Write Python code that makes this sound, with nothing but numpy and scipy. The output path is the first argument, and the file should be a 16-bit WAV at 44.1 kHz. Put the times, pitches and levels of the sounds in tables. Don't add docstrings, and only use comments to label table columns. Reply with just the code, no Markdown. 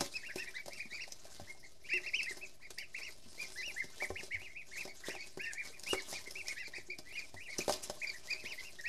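import sys
import numpy as np
from scipy import signal
from scipy.fft import rfft, irfft
from scipy.io import wavfile

SR = 44100
rng = np.random.default_rng(int(sys.argv[2]) if len(sys.argv) > 2 else 0)


def master(y):
    cut = np.clip(np.atleast_2d(y).T, -1, 1)
    pcm = np.round(cut * 32767)
    wavfile.write(sys.argv[1], SR, pcm.astype(np.int16))


N = 391608

# (start [s], length [s], top pitch [Hz], sweep from foot to top [Hz], level [dB], octave overtone [dB])
PEEPS = [(0.138, 0.042, 2584, 199, -38.5, -3.5), (0.232, 0.088, 2794, 1150, -44.5, -9),
         (0.287, 0.03, 1754, 260, -51.5, -21), (0.38, 0.053, 2720, 300, -40.5, -2.5),
         (0.389, 0.055, 1920, 336, -47.5, -12), (0.472, 0.016, 1944, 200, -48, -3.5),
         (0.54, 0.049, 2034, 502, -48.5, -3), (0.564, 0.056, 2357, 480, -56, -9),
         (0.719, 0.071, 2740, 788, -50.5, 0), (0.794, 0.037, 2490, 690, -42.5, -8),
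         (0.904, 0.098, 2384, 572, -48.5, -0.5), (0.996, 0.048, 2815, 898, -37, -5),
         (1.472, 0.049, 2163, 442, -53, -26), (1.629, 0.031, 2140, 323, -51.5, -6),
         (1.842, 0.1, 2990, 890, -49, -6), (1.907, 0.079, 2080, 449, -44, -25),
         (1.889, 0.054, 2570, 761, -41.5, -9), (1.916, 0.072, 2768, 563, -28.5, -9),
         (2.032, 0.042, 2160, 366, -48, -3), (2.056, 0.044, 2750, 895, -37, -7),
         (2.135, 0.077, 3120, 1085, -28, -8.5), (2.205, 0.061, 2670, 340, -40, -6),
         (2.265, 0.057, 2122, 377, -41, -18), (2.412, 0.042, 2630, 404, -44, -16),
         (2.626, 0.046, 2160, 336, -55, -26), (2.777, 0.05, 2394, 674, -47.5, -23),
         (2.779, 0.071, 3050, 810, -47, -14), (2.945, 0.048, 2750, 890, -39.5, -11),
         (3.01, 0.081, 2860, 894, -44, -5), (3.376, 0.081, 2435, 468, -45.5, -6.5),
         (3.558, 0.068, 2060, 436, -44, -9), (3.62, 0.094, 2895, 878, -37.5, -6),
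         (3.763, 0.064, 2110, 475, -40.5, -23), (4.003, 0.051, 2336, 584, -38, -21),
         (4.157, 0.056, 2940, 1250, -40.5, -18), (4.311, 0.051, 2260, 423, -38.5, -17),
         (4.307, 0.065, 3100, 1407, -46, -25), (4.397, 0.083, 2870, 983, -47.5, -17),
         (4.496, 0.026, 2200, 250, -51, -20), (4.549, 0.078, 2620, 694, -46.5, -32),
         (4.715, 0.052, 2230, 590, -49.5, -9), (4.766, 0.064, 2674, 840, -40, -15),
         (4.87, 0.047, 2310, 524, -52, -3), (5.036, 0.012, 1990, 500, -48.5, -22),
         (5.058, 0.015, 1920, 347, -53, -22), (5.076, 0.11, 2905, 1064, -47.5, -6),
         (5.088, 0.034, 2114, 650, -48, -25), (5.189, 0.04, 2280, 150, -45, -1),
         (5.394, 0.08, 2846, 903, -38.5, -9), (5.39, 0.14, 1828, 294, -48.5, -18),
         (5.446, 0.076, 2680, 720, -47.5, -7), (5.539, 0.092, 1954, 392, -52.5, -29),
         (5.572, 0.046, 2415, 612, -41, -20), (5.605, 0.065, 2317, 558, -55, -13),
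         (5.722, 0.052, 2445, 513, -57, -18), (5.864, 0.088, 2900, 895, -39, -7),
         (5.897, 0.039, 2880, 89.5, -27.5, -13), (5.932, 0.074, 2257, 580, -43, -10),
         (6.121, 0.071, 2396, 676, -47.5, -5), (6.26, 0.021, 2194, 202, -49.5, -17),
         (6.354, 0.065, 2765, 624, -38.5, -15), (6.457, 0.062, 2480, 542, -45.5, -20),
         (6.484, 0.044, 2230, 410, -42.5, -17), (6.562, 0.072, 2023, 402, -45.5, -9),
         (6.568, 0.084, 2748, 794, -45, -3), (6.644, 0.034, 2370, 468, -50, 4),
         (6.735, 0.066, 2547, 765, -46.5, 1), (6.739, 0.034, 2410, 588, -41.5, -12),
         (6.899, 0.04, 2430, 297, -39, -9), (7.045, 0.064, 2020, 264, -63, -18),
         (7.107, 0.095, 2900, 902, -45, -10), (7.154, 0.054, 2454, 398, -41, -7.5),
         (7.185, 0.059, 2510, 330, -56, -16), (7.364, 0.033, 2015, 208, -48, -14),
         (7.399, 0.086, 2940, 943, -47, -22), (7.48, 0.067, 2256, 423, -46.5, -6),
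         (7.604, 0.026, 2550, 406, -37, -23), (8.017, 0.034, 2527, 580, -34.5, -19),
         (8.059, 0.048, 2413, 344, -40.5, -7.5), (8.133, 0.034, 1985, 327, -52.5, -13),
         (8.275, 0.043, 2150, 334, -49.5, -12), (8.299, 0.042, 2505, 320, -37.5, -4.5),
         (8.342, 0.099, 2603, 850, -51.5, -8), (8.45, 0.091, 3050, 1197, -40, -4),
         (8.578, 0.035, 2125, 211, -44, -21), (8.629, 0.072, 2810, 658, -50, -8),
         (8.787, 0.018, 1924, 180, -45.5, -5.5), (8.838, 0.039, 1900, 260, -43, -32),
         (8.854, 0.049, 2650, 638, -36.5, -8.5)]
# (frequency [Hz], relative level [dB], time to fall 60 dB [s])
BOX_MODES = [(170, -16, 0.048), (280, -12, 0.035), (322, -8.5, 0.094), (371.4, -5, 0.13), (433, -15, 0.036),
             (482, -9, 0.05), (622, -3, 0.12), (715, -4.5, 0.078), (830, -1.5, 0.041), (990, -4, 0.036),
             (1138, -6.5, 0.034), (1730, -3, 0.016)]
# (frequency [Hz], relative level per Hz [dB])
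CARD_RASP = [(150, -1.5), (400, 1.5), (700, -3.5), (1400, -9.5), (3200, -7), (5200, 0), (7500, -6),
             (10500, -10), (13000, -16.5), (15500, -40)]
# (time [s], level before the rustle gain [dB])
RESTLESSNESS = [(0, -50), (.09, -58.5), (.3, -64), (1.0, -59.5), (1.42, -63), (1.56, -66), (1.78, -72),
                (1.9, -60), (2.3, -60), (2.64, -70.5), (2.8, -68), (3.2, -68), (3.6, -58.5), (4.4, -64),
                (4.6, -72), (4.85, -60), (5.6, -66), (5.98, -56.5), (6.9, -67.5), (7.2, -62), (7.4, -67.5),
                (7.74, -60), (7.99, -59.5), (8.88, -62)]

FOOT_DB, FADE_SHARE = -7.5, .045
USUAL_TOP_HZ, USUAL_LENGTH_S, SWEEP_HZ, SWEEP_POWER = 2330, .055, 598, 2.9
SCRATCH_LEAD_S, SCRATCH_FADE_IN_S = .008, 0.0015
TOP_HZ = 15100


def undb(db):
    return 10 ** (np.asarray(db) / 20)


def unit(x):
    return x / np.sqrt(np.mean(x ** 2))


def clock(seconds):
    return np.arange(int(seconds * SR)) / SR


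def ring_down(t, t60):
    return np.exp(-np.log(1000) * t / t60)


def add(track, start, sound):
    i = max(int(start * SR), 0)
    track[i:i + len(sound)] += sound[:max(N - i, 0)]


def colour(x, points):
    hz, db = np.transpose(points)
    bins = np.linspace(1, SR / 2, len(x) // 2 + 1)
    gain = undb(np.interp(np.log(bins), np.log(hz), db))
    return irfft(rfft(x) * gain, len(x))


def wander(t, rate):
    steps = rng.standard_normal(int(t[-1] * rate) + 2)
    return np.sqrt(3 / 2) * np.interp(t * rate, np.arange(len(steps)), steps)


def air(level_db=-65.5):
    # (frequency [Hz], relative level per Hz [dB])
    murmur = [(25, 2), (50, -8.5), (78, -2.5), (110, -6.5), (250, -14), (380, -9.5), (500, -21.5),
              (650, -9.5), (900, -29), (5000, -25.5), (15000, -51)]
    return undb(level_db) * unit(colour(rng.standard_normal(N), murmur))


def reflections(t60, delay):
    t = clock(t60 + delay)
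    tail = rng.standard_normal(len(t)) * ring_down(t, t60) * (t > delay)
    return tail / np.linalg.norm(tail)


def echoes(x, t60, db, delay):
    return undb(db) * signal.fftconvolve(x, reflections(t60, delay))[:N]


def rubbing(fidget_db=2.5, fidget_rate=14):
    # (middle [s], half span [s], level before the gain [dB])
    drags = [(0.043, 0.051, -57.5), (0.382, 0.056, -54.5), (2.298, 0.015, -51), (2.992, 0.041, -55),
             (3.106, 0.068, -60.5), (3.418, 0.042, -59.5), (4.029, 0.09, -59), (4.236, 0.11, -62),
             (4.792, 0.11, -61), (5.076, 0.049, -52.5), (5.667, 0.082, -63.5), (5.916, 0.12, -50.5),
             (6.128, 0.07, -56.5), (6.524, 0.075, -59.5), (6.678, 0.019, -63), (7.544, 0.12, -59.5),
             (7.62, 0.049, -49.5), (7.664, 0.032, -50), (7.724, 0.1, -46.5), (7.846, 0.047, -49.5)]
    t = np.arange(N) / SR
    restless_db = np.interp(t, *np.transpose(RESTLESSNESS))
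    effort = undb(restless_db + fidget_db * wander(t, fidget_rate))
    for middle, half_span, db in drags:
        swell = np.hanning(int(2 * half_span * SR)) ** 2
        add(effort, middle - half_span, undb(db) * swell)
    return effort


def card_rasp(t, catch_db, patchy_db, crackle_db):
    edges = np.geomspace(900, 16000, num=13)
    rasp = np.zeros(N)
    for band in zip(edges, edges[1:]):
        bandpass = signal.butter(2, band, "band", fs=SR, output="sos")
        hiss = signal.sosfilt(bandpass, rng.standard_normal(N))
        rasp += hiss * undb(patchy_db * wander(t, 55))
    crackle = rng.standard_normal(N) * (rng.random(N) < 250 / SR)
    mix = unit(rasp) + undb(crackle_db) * unit(crackle)
    return colour(mix * undb(catch_db * wander(t, 110)), CARD_RASP)


def treading(t, patchy_db):
    steps = rng.standard_normal(N) * undb(patchy_db * wander(t, 35))
    ring = clock(.2)
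    box = np.zeros(len(ring))
    for hz, db, t60 in BOX_MODES:
        tone = np.sin(2 * np.pi * hz * ring + rng.uniform(0, 2 * np.pi))
        box += undb(db) * tone * ring_down(ring, t60)
    return signal.fftconvolve(steps, box)[:N]


def scuffle(gain_db=2, catch_db=1.5, patchy_db=5.0, crackle_db=-3,
            tread_db=-10.0, tread_patchy_db=7, heaviest_db=-54):
    t = np.arange(N) / SR
    effort = rubbing()
    rasp = unit(card_rasp(t, catch_db, patchy_db, crackle_db))
    tread = unit(treading(t, tread_patchy_db))
    weight = np.minimum(effort, undb(heaviest_db))
    return effort * undb(gain_db) * rasp + weight * undb(tread_db) * tread


def scratch(decay):
    t = clock(.1) - SCRATCH_LEAD_S
    envelope = np.exp(np.minimum(t / SCRATCH_FADE_IN_S, -t / decay))
    return unit(colour(rng.standard_normal(len(t)), CARD_RASP)) * envelope


def dent(t, hz, t60, press_s=0.00035):
    press = 1 - np.exp(-t / press_s)
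    return np.sin(2 * np.pi * hz * t) * press * ring_down(t, t60)


def patter(level_db=-54, spread_db=5, spot_hz=450, spread_octaves=0.83, t60=0.026, claw_db=-6, count=110):
    out = np.zeros(N)
    times, restless_db = np.transpose(RESTLESSNESS)
    usual_db = np.median(restless_db)
    for when, strength, pitch in rng.uniform(-1.1, 1, (count, 3)):
        start = (when + 1) / 2 * N / SR
        calm_db = min(np.interp(start, times, restless_db) - usual_db, 0)
        db = level_db + spread_db * strength + calm_db
        hz = spot_hz * 2 ** (spread_octaves * pitch)
        add(out, start, undb(db) * dent(clock(.1), hz, t60))
        add(out, start - SCRATCH_LEAD_S, undb(db + claw_db) * scratch(0.0013))
    return out


def ticks(gain_db=3, decay=0.0015, skirt_db=-7):
    # (peak time [s], level before the gain [dB], pitch of the click [Hz])
    contacts = [(0.7343, -41.5, 5300), (1.123, -37.5, 5900), (2.232, -36, 5000), (2.7861, -36.5, 4740),
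                (5.535, -34, 7700), (5.797, -40.5, 6960), (5.837, -38.5, 5600), (6.023, -39, 6300),
                (6.115, -39.5, 5460), (6.3106, -37, 5200), (6.4727, -40, 5000), (6.484, -31.5, 5240),
                (6.9877, -39.5, 5250), (7.5856, -28, 5860), (7.711, -35, 6500), (7.725, -28.5, 5150),
                (7.739, -32, 5500), (8.812, -43, 6000)]
    out = np.zeros(N)
    for start, db, hz in contacts:
        resonance = [(hz / 4, 2 * skirt_db), (hz / 1.27, skirt_db), (hz, 2),
                     (hz * 1.57, skirt_db), (hz * 2, skirt_db / 2)]
        click = colour(scratch(decay), resonance)
        add(out, start - SCRATCH_LEAD_S, undb(db + gain_db) * click)
    return out


def box_body(t, level_db):
    hz, db, t60 = np.transpose(BOX_MODES)[:, :, None]
    spot, detune, side = rng.standard_normal((3, len(BOX_MODES), 1))
    tones = np.sin(2 * np.pi * hz * (1 + 0.046 * detune) * t)
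    modes = np.sign(side) * undb(db + 2 * spot) * tones
    body = np.sum(modes * ring_down(t, t60), axis=0)
    return body * undb(level_db) / np.std(body[t < .008])


def panel_thump(t, decay):
    spectrum = [(45, -33), (85, -1), (150, -8.0), (250, -3.5), (600, -43)]
    flex = colour(rng.standard_normal(len(t)), spectrum)
    return flex / np.std(flex[t < .04]) * np.exp(-t / decay)


def knocks(body_db=-8, dent_db=13.5, thump_db=-5, thump_decay=0.021,
           scratch_db=0.5, scratch_decay=0.0055, settle_db=-13, settle_s=0.0128, count=2):
    # (time [s], level [dB], panel thump [dB], claw scratch [dB], pitch of the struck spot [Hz],
    # time for the spot to fall 60 dB [s])
    blows = [(.0088, -30, -5.5, 0.5, 650, 0.0084), (0.359, -42, -21, 1.5, 355, 0.02),
             (.6604, -52.5, 3, 6, 617, 0.01), (.682, -46.5, -13, 1.5, 680, 0.021),
             (.856, -58, -6, -1, 230, 0.037), (1.078, -55, -20, 2, 710, 0.018),
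             (1.253, -55.5, -12, 4, 660, 0.031), (1.3984, -47, 5.5, -7, 700, 0.011),
             (1.9366, -57, -7, 11, 363, 0.24), (2.3093, -59.5, -4, 12, 390, 0.041),
             (2.371, -62, -7, 14, 368, 0.054), (2.706, -51.5, -25, 8, 480, 0.012),
             (3.261, -61, 8, -17, 256, 0.029), (3.678, -56.5, -14, -6, 570, 0.016),
             (3.8425, -58, 7, 9.5, 302, 0.022), (4.0232, -39, -20, -14, 716, 0.0059),
             (4.104, -38.5, -16, -15, 460, 0.016), (4.105, -53.5, -7, -12, 86, 0.12),
             (4.198, -61, -10, -1, 200, 0.024), (4.2324, -55.5, -19, 8, 384, 0.04),
             (4.345, -60.5, 1, 4, 90, 0.17), (4.417, -55.5, -8, 1, 800, 0.0078),
             (4.8535, -44.5, -6, -5, 450, 0.0078), (4.878, -52, -17, 0, 674, 0.016),
             (5.0847, -39.5, -28, -4, 462, 0.014), (5.1518, -45, -27, -5.5, 736, 0.0083),
             (5.3738, -44.5, -4, -5.5, 364, 0.016), (5.701, -61.5, -13, -4, 456, 0.043),
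             (5.9311, -34, -32, -7, 417, 0.021), (5.9337, -33, -17, -5, 1290, 0.0056),
             (6.128, -46.5, -25, -19, 646, 0.017), (6.2759, -55.5, -19, 5, 398, 0.023),
             (6.68, -57.5, -10, 5, 414, 0.024), (6.783, -52.5, -3, -2, 387, 0.016),
             (6.887, -63.5, -11, -25, 362, 0.17), (6.99, -50, -7, -1, 290, 0.013),
             (7.343, -46, -2, -5, 724, 0.01), (7.5894, -39.5, -4, 2, 342, 0.021),
             (7.6808, -32.5, -31, -6, 506, 0.016), (7.6957, -29.5, -41, -3.5, 656, 0.012),
             (7.8988, -39, -26, -0.5, 660, 0.015), (8.44, -54, 3.5, 1.5, 470, 0.015)]
    out, t = np.zeros(N), clock(0.18)
    for start, level_db, low_db, claw_db, spot_hz, spot_t60 in blows:
        body = box_body(t, body_db)
        struck_spot = undb(dent_db) * dent(t, spot_hz, spot_t60)
        thump = undb(low_db + thump_db) * panel_thump(t, thump_decay)
        add(out, start, undb(level_db) * (body + struck_spot + thump))
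        claws = undb(level_db + claw_db + scratch_db) * scratch(scratch_decay)
        add(out, start - SCRATCH_LEAD_S, claws)
        for delay in rng.uniform(0, settle_s, count):
            add(out, start + delay, undb(level_db + settle_db) * body)
    return out


def faint_peeps(level_db=-60, level_spread_db=2, pitch_spread=0.13, join_s=0.033, octave_db=-10, count=20):
    rows = []
    neighbours = rng.permutation(len(PEEPS))
    chances = rng.uniform(-0.85, 1, (count, 4))
    for neighbour, (when, stretch, pitch, strength) in zip(neighbours, chances):
        start = PEEPS[neighbour][0] + join_s * when
        length = USUAL_LENGTH_S * 2 ** (stretch / 2)
        top_hz = USUAL_TOP_HZ * (1 + pitch_spread * pitch)
        sweep_hz = SWEEP_HZ * (top_hz / USUAL_TOP_HZ) ** SWEEP_POWER
        rows.append((start, length, top_hz, sweep_hz, level_db + level_spread_db * strength, octave_db))
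    return rows


def peep(length, top_hz, sweep_hz, db, octave_db, quaver=0.0071, hoarse_quaver=.024, flutter_db=2.5,
         overtone_db=-6, overtone_flutter_db=4.5, closed_bill_db=-4, hiss_db=-11.0,
         third_db=-12, third_fall_db_per_octave=30):
    # (frequency [Hz], gain [dB])
    throat = [(1500, 4.5), (2000, 2.5), (2450, 1), (2830, -5.5), (3100, -12.5)]
    # (top pitch [Hz], share of length rising [1])
    rise_shares = [(2100, 0.595), (2600, 0.48)]
    t = clock(length * (1 + 2 * FADE_SHARE))
    along = t / length - FADE_SHARE
    rise = np.interp(top_hz, *np.transpose(rise_shares))
    arch = np.interp(sweep_hz, [400, 1200], [2.1, 1.45])
    droop = np.maximum(1 - along / rise, (along - rise) / (1 - rise)) ** arch
    hz = top_hz - sweep_hz * droop
    rasp = np.interp(db, [-49, -42], [hoarse_quaver, quaver])
    phase = 2 * np.pi * np.cumsum(hz * (1 + rasp * wander(t, 582))) / SR

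    gate = np.minimum(np.minimum(t, t[-1] - t) / (2 * FADE_SHARE * length), 1)
    throat_db = np.interp(hz, *np.transpose(throat))
    loudness = gate * undb(db + FOOT_DB * droop + throat_db + flutter_db * wander(t, 129.0))

    octaves_above_usual = max(np.log2(top_hz / USUAL_TOP_HZ), 0)
    third = undb(third_db - third_fall_db_per_octave * octaves_above_usual)
    overtones = np.sin(2 * phase) + third * np.sin(3 * phase)
    breath = colour(rng.standard_normal(len(t)), [(3000, -15), (5000, 1), (9000, -30)])
    hiss = undb(hiss_db) * unit(breath)
    bill_db = closed_bill_db * droop
    brightness = undb(octave_db + overtone_db + bill_db + overtone_flutter_db * wander(t, 185))
    return loudness * (np.sin(phase) + brightness * (overtones + hiss))


def ducklings(gain_db=0.0, walls_db=-5.5, walls_t60=0.077, open_db=-44, hidden=0.53):
    out = np.zeros(N)
    for start, length, top_hz, sweep_hz, db, octave_db in list(PEEPS) + faint_peeps():
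        path = reflections(walls_t60, 0.0028) * undb(walls_db + hidden * (open_db - db))
        path[0] = 1
        voice = peep(length, top_hz, sweep_hz, db, octave_db)
        add(out, start - FADE_SHARE * length, signal.fftconvolve(voice, path))
    return out * undb(gain_db)


def scene():
    feet = scuffle() + patter() + ticks() + knocks()
    feet_off_walls = echoes(feet, t60=0.076, db=-6.5, delay=0.00333)
    box = ducklings() + feet + feet_off_walls
    room = echoes(box, t60=.3, db=-14.5, delay=0.0063)
    return (box + room + air())[None]


def record(dry):
    offset = -.0028
    low_pass = signal.ellip(8, .2, 70, TOP_HZ, fs=SR, output="sos")
    return signal.sosfilt(low_pass, dry) + offset


dry = scene()
out = record(dry)
master(out)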